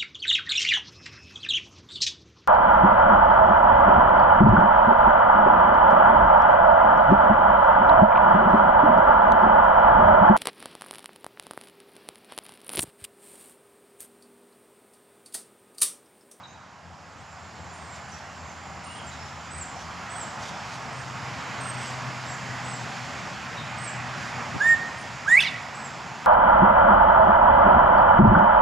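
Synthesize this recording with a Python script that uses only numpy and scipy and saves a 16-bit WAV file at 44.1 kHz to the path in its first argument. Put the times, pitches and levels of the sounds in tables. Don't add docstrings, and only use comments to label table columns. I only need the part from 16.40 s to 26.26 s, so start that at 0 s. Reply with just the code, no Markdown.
import sys
import numpy as np
from scipy import signal
from scipy.fft import rfft, irfft, next_fast_len
from scipy.io import wavfile
from scipy.ndimage import uniform_filter1d

SR = 44100
rng = np.random.default_rng(int(sys.argv[2]) if len(sys.argv) > 2 else 0)


def file_out(sig):
    cols = np.atleast_2d(sig).T
    lim = np.clip(cols, -1, 1)
    pcm = np.round(lim * 32767).astype(np.int16)
    wavfile.write(sys.argv[1], SR, pcm)


N = 434826
T = np.arange(N) / SR

# start and length in seconds; first pitch, held pitch and end flick in Hz;
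# tone level in dB, release in seconds, overtone and buzz gains in dB, buzz width in seconds.
QUAIL_NOTES = [(8.183, .177, 1340, 1871, -84, -12.6, .016, -13, -15, .024),
               (8.853, .149, 1154, 1965, 1020, -12.5, .013, -7.5, -11, .05)]
# multiple of the pitch, level in dB.
WHISTLE_OVERTONES = [(2, -36.5), (3, -53), (4, -31), (5, -36), (7, -47)]
RASP_PARTIALS = [(1, -4), (2, -4.5), (3, -5.5), (4, 0), (5, 3), (6, -6), (7, -6), (8, -12), (9, -10),
                 (10, -11)]
# frequency in Hz, relative level in dB.
THROAT_DB = [(7400, 2.5), (8200, -8), (9300, -3.5), (10300, -17), (11600, -12), (12700, -7), (13600, -20)]
BUZZ_DB = [(400, -60), (1400, -47), (2400, -28), (3300, -53), (5000, -48), (7200, -35), (9000, -43),
           (10500, -59), (12700, -54), (14500, -72)]
BEAK_DB = [(900, -28), (1500, -15), (2100, 5), (3500, 2), (4500, -11), (6000, -16), (7200, -30),
           (9000, -23.5), (12000, -28), (15000, -46)]
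RUSTLE_DB = [(1500, -24), (3500, 4), (6000, 5), (7500, -2), (9000, -10), (12000, -21), (15000, -35)]
PUFF_DB = [(30, -44), (55, -21), (90, 0), (260, -3), (550, -13), (1200, -35), (3000, -70)]
WASH_DB = [(25, -22), (55, -12), (80, -2), (125, 4), (170, 2), (255, -2), (310, -7.5), (420, -8.5),
           (540, -5), (750, 1.5), (1200, -0.5), (2100, -5), (3000, -11), (3900, -16)]
HISS_DB = [(4400, -15), (5100, -13), (6000, -17.5), (7300, -16.5), (8300, -30), (10000, -35),
           (13000, -42.5), (15000, -57)]
# delay in seconds, gain in dB.
BRANCH_ECHOES = [(.003113, -3.3), (.00499, -14.5), (.00688, -15.5), (.01613, -15), (.01872, -11.4)]
TRUNK_GROUND_ECHOES = [(.031, -34), (.098, -20.5), (.135, -28), (.21, -29)]
# frequency in Hz, T60 in seconds.
WOODS_T60_S = [(500, .7), (1900, 1), (4000, 0.66), (8000, 0.45), (14000, 0.088)]
# start in seconds, length in seconds, base pitch in Hz, level in dB.
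SEEP_CALLS = [(.89, .065, 7450, -55), (1.49, .085, 7600, -52), (2.66, .045, 7520, -45),
              (3.1, 0.14, 8150, -39), (3.69, .155, 8120, -38.5), (5.385, 0.12, 8100, -44),
              (5.86, .1, 7750, -44.5), (6.24, .13, 8010, -41), (7.37, .135, 8220, -40.5),
              (9.34, 0.15, 7940, -45.5)]
LEVEL_CALLS = [(2.43, .17, 8750, -48), (2.78, .13, 5370, -51), (4.52, .1, 8500, -54),
               (5.2, 0.12, 8320, -42)]
FALLING_CALLS = [(1.32, 0.18, 8100, -58), (1.685, .04, 8100, -61), (1.715, 0.04, 5560, -45.5),
                 (1.84, 0.05, 6750, -62), (2.06, .07, 6100, -55)]
LOW_CHIPS = [(.03, 0.033, 3680, -47), (2.71, 0.05, 3770, -51), (3.735, 0.035, 3300, -48),
             (4.04, .06, 3500, -48), (4.26, .035, 4120, -55), (7.17, 0.046, 3680, -40.5)]
RISING_CALLS = [(.07, .07, 6830, -58), (.68, .06, 7700, -66), (.78, .04, 7900, -61),
                (2.45, .18, 3080, -47.5), (3.35, 0.082, 6150, -51.5), (8.57, 0.049, 9100, -52.5)]
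# start in seconds, length in seconds, level in dB.
FOOT_SCUFFS = [(1.5, .14, -54), (1.72, 0.13, -54), (2.62, .35, -55), (3.35, 0.14, -54), (3.97, .18, -48),
               (4.23, .18, -48), (5.35, .25, -48), (6.1, 0.99, -67), (7.72, 0.24, -51)]
# time in seconds, level in dB.
LOW_ENGINE_DB = [(0, -60), (1, -50.5), (3.2, -46.5), (4.2, -59), (5, -63)]
HIGH_ENGINE_DB = [(4, -58), (4.6, -41), (5.1, -43), (5.6, -37), (6.3, -39), (6.9, -49.5), (7.6, -40.5),
                  (8.3, -50), (9.86, -64)]
# time in seconds, relative level in dB.
TYRE_SWELL_DB = [(0.0, -51), (0.52, -51), (1.51, -45.5), (2.66, -44), (3.07, -45), (3.9, -39.5),
                 (4.69, -41), (5.19, -38.5), (6.92, -42), (7.8, -39), (8.27, -38), (8.59, -42),
                 (9.86, -40.5)]
TREBLE_SWELL_DB = [(0, -60.5), (.5, -60), (1.55, -52), (2.25, -53), (2.7, -51), (4.1, -48), (4.75, -47),
                   (5.15, -42.5), (5.8, -45), (7.1, -43.5), (7.8, -42), (8.65, -46.5), (9.86, -47.5)]
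HISS_SWELL_DB = [(0, -64), (1.1, -55.5), (2.3, -54.5), (4.1, -50), (5.4, -48.5), (6.7, -46.5), (7.4, -51),
                 (8.3, -48), (9.86, -52)]
# frequency in Hz, shares of the tyre, treble and hiss swells.
SWELL_SHARES = [(250, 0.013, 0.55, 0.31), (940, 0.95, 0, 0), (2400, 0.12, 0.9, 0.037),
                (5200, 0.28, 0.099, 0.7)]
# frequency in Hz, then the value noted.
COHERENCE = [(60, 0.74), (120, 1), (240, 0.89), (480, 0.9), (950, 0.96), (1890, 0.88), (3770, 0.95),
             (7520, 0.97), (15000, 0.18)]
LEFT_BIAS_DB = [(60, 0), (110, 3.5), (200, 4.5), (380, 3.5), (700, -0.5), (1290, -3.5), (2380, -3.0),
                (4400, -0.5), (8120, -0.5), (15000, -0.5)]
LEFT_LEAD_RAD = [(80, 0.049), (130, 0.034), (250, -0.16), (380, -.38), (540, -0.33), (1200, -0.22),
                 (2500, 0.04), (15000, -0.035)]


def quail(rasp_at_s=8.997, limb_delay_s=.02, limb_db=-14, limb_hz=3100):
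    voice = np.zeros(N)
    for start_s, *note in QUAIL_NOTES:
        add(voice, start_s, whistle(*note))
    add(voice, rasp_at_s, rasp())
    out = voice.copy()
    for delay_s, db in BRANCH_ECHOES:
        add(out, delay_s, amp(db) * voice)
    treble = signal.sosfilt(signal.butter(4, limb_hz, "high", fs=SR, output="sos"), voice)
    add(out, limb_delay_s, amp(limb_db) * treble)
    return out


def whistle(length_s, first_hz, held_hz, flick_hz, db, release_s, overtone_db, buzz_db, buzz_width_s,
            settle_s=.034, scoop_hz=257, scoop_s=.0089, flick_s=.021, swell_s=.016, fade_db_per_s=22):
    t = span(length_s)
    hz = held_hz + (first_hz - held_hz) * np.exp(-t / settle_s)
    hz -= scoop_hz * np.exp(-t / scoop_s)
    hz += flick_hz * np.exp((t - length_s) / flick_s)
    phase = angle(hz * (1 + .001 * wander(len(t), 250)))
    soft_start_db = np.minimum(56 * np.exp(-t / swell_s), 20)
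    tone = amp(db - soft_start_db) * np.sin(phase)
    overtones = sum(amp(level + read(THROAT_DB, k * hz)) * np.sin(k * phase)
                    for k, level in WHISTLE_OVERTONES)
    overtones *= amp(overtone_db - fade_db_per_s * t)
    overtones *= np.minimum(t / .04, 1) ** 3 * np.minimum((length_s - t) / .012, 1)
    buzz = sum(amp(read(BUZZ_DB, k * hz)) * np.sin(k * phase + rng.uniform(0, 2 * np.pi))
               for k in np.arange(2, 31) / 4 if k % 1)
    buzz *= amp(buzz_db) * np.exp(-((t - .6 * length_s) / buzz_width_s) ** 2)
    buzz *= 1 + .22 * wander(len(t), 60)
    return (tone + overtones + buzz) * ramps(t, scoop_s, release_s)


def rasp(length_s=.1, first_hz=1942, octave_fall_s=.075, level_db=-23.5, fade_db_per_s=113,
         snap_db=6.5, snap_s=.011, jitter=.006, flutter=.35, breath_db=-11):
    t = span(length_s)
    hz = first_hz / (1 + t / octave_fall_s)
    accent_db = snap_db * np.exp(-((t - snap_s) / snap_s) ** 2)
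    envelope = amp(level_db - fade_db_per_s * t + accent_db) * ramps(t, attack_s=.0096, release_s=.012)
    phase = angle(hz * (1 + jitter * wander(len(t), 400)))
    stack = sum(amp(db + read(BEAK_DB, k * hz)) * np.sin(k * phase) * (1 + flutter * wander(len(t), 120))
                for k, db in RASP_PARTIALS)
    breath = amp(breath_db) * coloured(BEAK_DB)[:len(t)]
    return envelope * (stack + breath)


def small_birds():
    seeps = SEEP_CALLS + flock()
    return (calls(seeps, scoop=-.06, settle=.16, hook=-.16, hook_power=4.7, rough=.008, rise_db=4)
            + calls(LEVEL_CALLS, scoop=-.003, settle=.2, hook=-.0153, hook_power=2.8, rough=.0066)
            + calls(FALLING_CALLS, scoop=.2, settle=.27, hook=.0047, rough=.018, rise_db=1)
            + calls(LOW_CHIPS, scoop=.108, settle=.186, hook=.015, rough=.02)
            + calls(RISING_CALLS, scoop=-.15, settle=.44, hook=.0286, rough=.046, rise_db=-2))


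def calls(rows, scoop, settle, hook, rough, hook_power=3, rise_db=0, flutter=.25, octave_db=-32):
    out, drift, tremble = np.zeros(N), wander(N, 190), wander(N, 81)
    for start_s, length_s, pitch_hz, db in rows:
        progress = np.linspace(0, 1, int(length_s * SR))
        here = int(start_s * SR) + np.arange(len(progress))
        glide = 1 + scoop * np.exp(-progress / settle) + hook * progress ** hook_power
        phase = angle(pitch_hz * glide * (1 + rough * drift[here]))
        tone = np.sin(phase) + amp(octave_db) * np.sin(2 * phase)
        envelope = amp(db + rise_db * (progress - .5)) * signal.windows.tukey(len(progress), .2)
        add(out, start_s, envelope * tone * (1 + flutter * tremble[here]))
    return out


def flock(from_s=.8, to_s=3.2, pitch_hz=7370, spread=.07, db=-63.5, min_s=.09, max_s=.31, count=34):
    return [(from_s + (to_s - from_s) * when, min_s + (max_s - min_s) * size,
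             pitch_hz * (1 + spread * (detune - .5)), db)
            for when, detune, size in rng.random((count, 3))]


def rustles(grain_db=1.6, clump_db=2.2):
    envelope = np.zeros(N)
    for start_s, length_s, db in FOOT_SCUFFS:
        add(envelope, start_s, amp(db) * signal.windows.tukey(int(length_s * SR), .7))
    noise = coloured(RUSTLE_DB)
    snaps = amp(grain_db * wander(N, 500) + clump_db * wander(N, 30))
    return envelope * unit(noise * snaps)


def puff(start_s=8.139, length_s=.042, level_db=-32):
    envelope = np.zeros(N)
    add(envelope, start_s, amp(level_db) * signal.windows.tukey(int(length_s * SR), .5))
    return envelope * np.array([coloured(PUFF_DB), coloured(PUFF_DB)])


def engine(rows, first_hz, sag_hz_per_s, octave_db, fading_db, waver, rough):
    times_s, levels_db = np.transpose(rows)
    db = np.interp(np.arange(times_s[0], times_s[-1], 1 / SR), times_s, levels_db)
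    size = len(db)
    hz = (first_hz - sag_hz_per_s * T[:size]) * (1 + waver * wander(size, 5.3))
    phase = angle(hz) + rough * wander(size, 19)
    drone = (np.sin(phase) + amp(octave_db) * np.sin(2 * phase)) * (1 + rough * wander(size, 18))
    out = np.zeros(N)
    add(out, times_s[0], amp(db + fading_db * wander(size, 4)) * drone)
    return out


def traffic_wash(level_db=-36.5, patchy_db=1.0, window=2048, hop=512):
    frame_s = np.arange(N // hop + 5) * hop / SR
    hz = np.fft.rfftfreq(window, 1 / SR)
    re1, im1, re2, im2, patches = rng.standard_normal((5, len(frame_s), len(hz)))
    swells_db = np.array([np.interp(frame_s, *np.transpose(curve))
                          for curve in (TYRE_SWELL_DB, TREBLE_SWELL_DB, HISS_SWELL_DB)])
    swells_db -= np.median(swells_db, axis=1, keepdims=True)
    bands_hz, *columns = np.transpose(SWELL_SHARES)
    shares = np.array([read(list(zip(bands_hz, column)), hz) for column in columns])
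    patches = unit(uniform_filter1d(uniform_filter1d(patches, size=8, axis=0), size=20, axis=1))
    gain = amp(read(WASH_DB + HISS_DB, hz) + swells_db.T @ shares + patchy_db * patches)
    common, separate = re1 + 1j * im1, re2 + 1j * im2
    coherence, lean = read(COHERENCE, hz), amp(read(LEFT_BIAS_DB, hz) / 2)
    left = common * lean * np.exp(1j * read(LEFT_LEAD_RAD, hz))
    right = (coherence * common + np.sqrt(1 - coherence ** 2) * separate) / lean
    spectra = gain * np.array([left, right])
    wash = signal.istft(spectra.swapaxes(1, 2), nperseg=window, noverlap=window - hop)[1]
    return amp(level_db) * unit(wash[:, :N])


def woods(x, wet_db, spread, taps_per_s=2000, build_s=.0065):
    taps = rng.standard_normal((3, SR)) * (rng.random((3, SR)) < taps_per_s / SR)
    hz, t, spectra = signal.stft(taps[0] + spread * taps[1:], SR, nperseg=256)
    decay = amp(-60 * t / read(WOODS_T60_S, hz)[:, None])
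    tail = signal.istft(spectra * decay * (1 - np.exp(-t / build_s)), SR, nperseg=256)[1]
    response = amp(wet_db) * tail / np.linalg.norm(tail[0])
    for delay_s, db in TRUNK_GROUND_ECHOES:
        response[:, round(delay_s * SR)] += amp(db)
    return x + signal.fftconvolve(x[None], response, axes=1)[:, :N]


def needles(x, scatter_db=-3, t60_s=.035):
    t = span(.1)
    response = rng.standard_normal((2, len(t))) * amp(-60 * t / t60_s)
    response *= amp(scatter_db) / np.linalg.norm(response[0])
    response[:, 0] += 1
    return signal.oaconvolve(x, response / np.linalg.norm(response[0]), axes=1)[:, :N]


def amp(db):
    return 10 ** (np.asarray(db) / 20)


def unit(x):
    return x / np.sqrt(np.mean(x ** 2) + 1e-20)


def read(points, hz):
    points_hz, values = np.transpose(points)
    return np.interp(np.log(hz + 1), np.log(points_hz + 1), values)


def add(mix, start_s, sound):
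    part = mix[max(round(start_s * SR), 0):][:len(sound)]
    part += sound[:len(part)]


def wander(size, rate_hz):
    count = next_fast_len(max(size, SR))
    hz = np.fft.rfftfreq(count, 1 / SR)
    return unit(irfft(rfft(rng.standard_normal(count)) / (1 + (hz / rate_hz) ** 4), count))[:size]


def coloured(spectrum_db):
    gain = amp(read(spectrum_db, np.fft.rfftfreq(N, 1 / SR)))
    return unit(irfft(rfft(rng.standard_normal(N)) * gain, N))


def angle(hz):
    return 2 * np.pi * np.cumsum(hz) / SR


def span(length_s):
    return T[:int(length_s * SR)]


def ramps(t, attack_s, release_s):
    return np.minimum(t / attack_s, 1) * np.minimum((t[-1] - t) / release_s, 1)


def pan(x, left_db):
    return x * amp(np.array([[left_db], [-left_db]]) / 2)


def scene():
    bobwhite = pan(woods(quail(), wet_db=-21.5, spread=.45), left_db=-3.7)
    birds = pan(needles(woods(small_birds(), wet_db=-5.5, spread=.42)), left_db=-3.5)
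    engines = engine(LOW_ENGINE_DB, first_hz=86.5, sag_hz_per_s=1.7, octave_db=-7,
                     fading_db=1.9, waver=.012, rough=.55)
    engines += engine(HIGH_ENGINE_DB, first_hz=129.7, sag_hz_per_s=1.85, octave_db=-13,
                      fading_db=1.1, waver=.006, rough=.18)
    scuffs = pan(rustles(), left_db=-1)
    return bobwhite + birds + scuffs + pan(engines + puff(), left_db=4) + traffic_wash()


def record(dry, low_cut_hz=45, high_cut_hz=15200):
    thinned = signal.sosfilt(signal.butter(2, low_cut_hz, "high", fs=SR, output="sos"), dry)
    lowpass = signal.firwin(511, high_cut_hz, window=("kaiser", 9), fs=SR)
    return signal.oaconvolve(thinned, lowpass[None], "same")


dry = scene()
out = record(dry)
file_out(out)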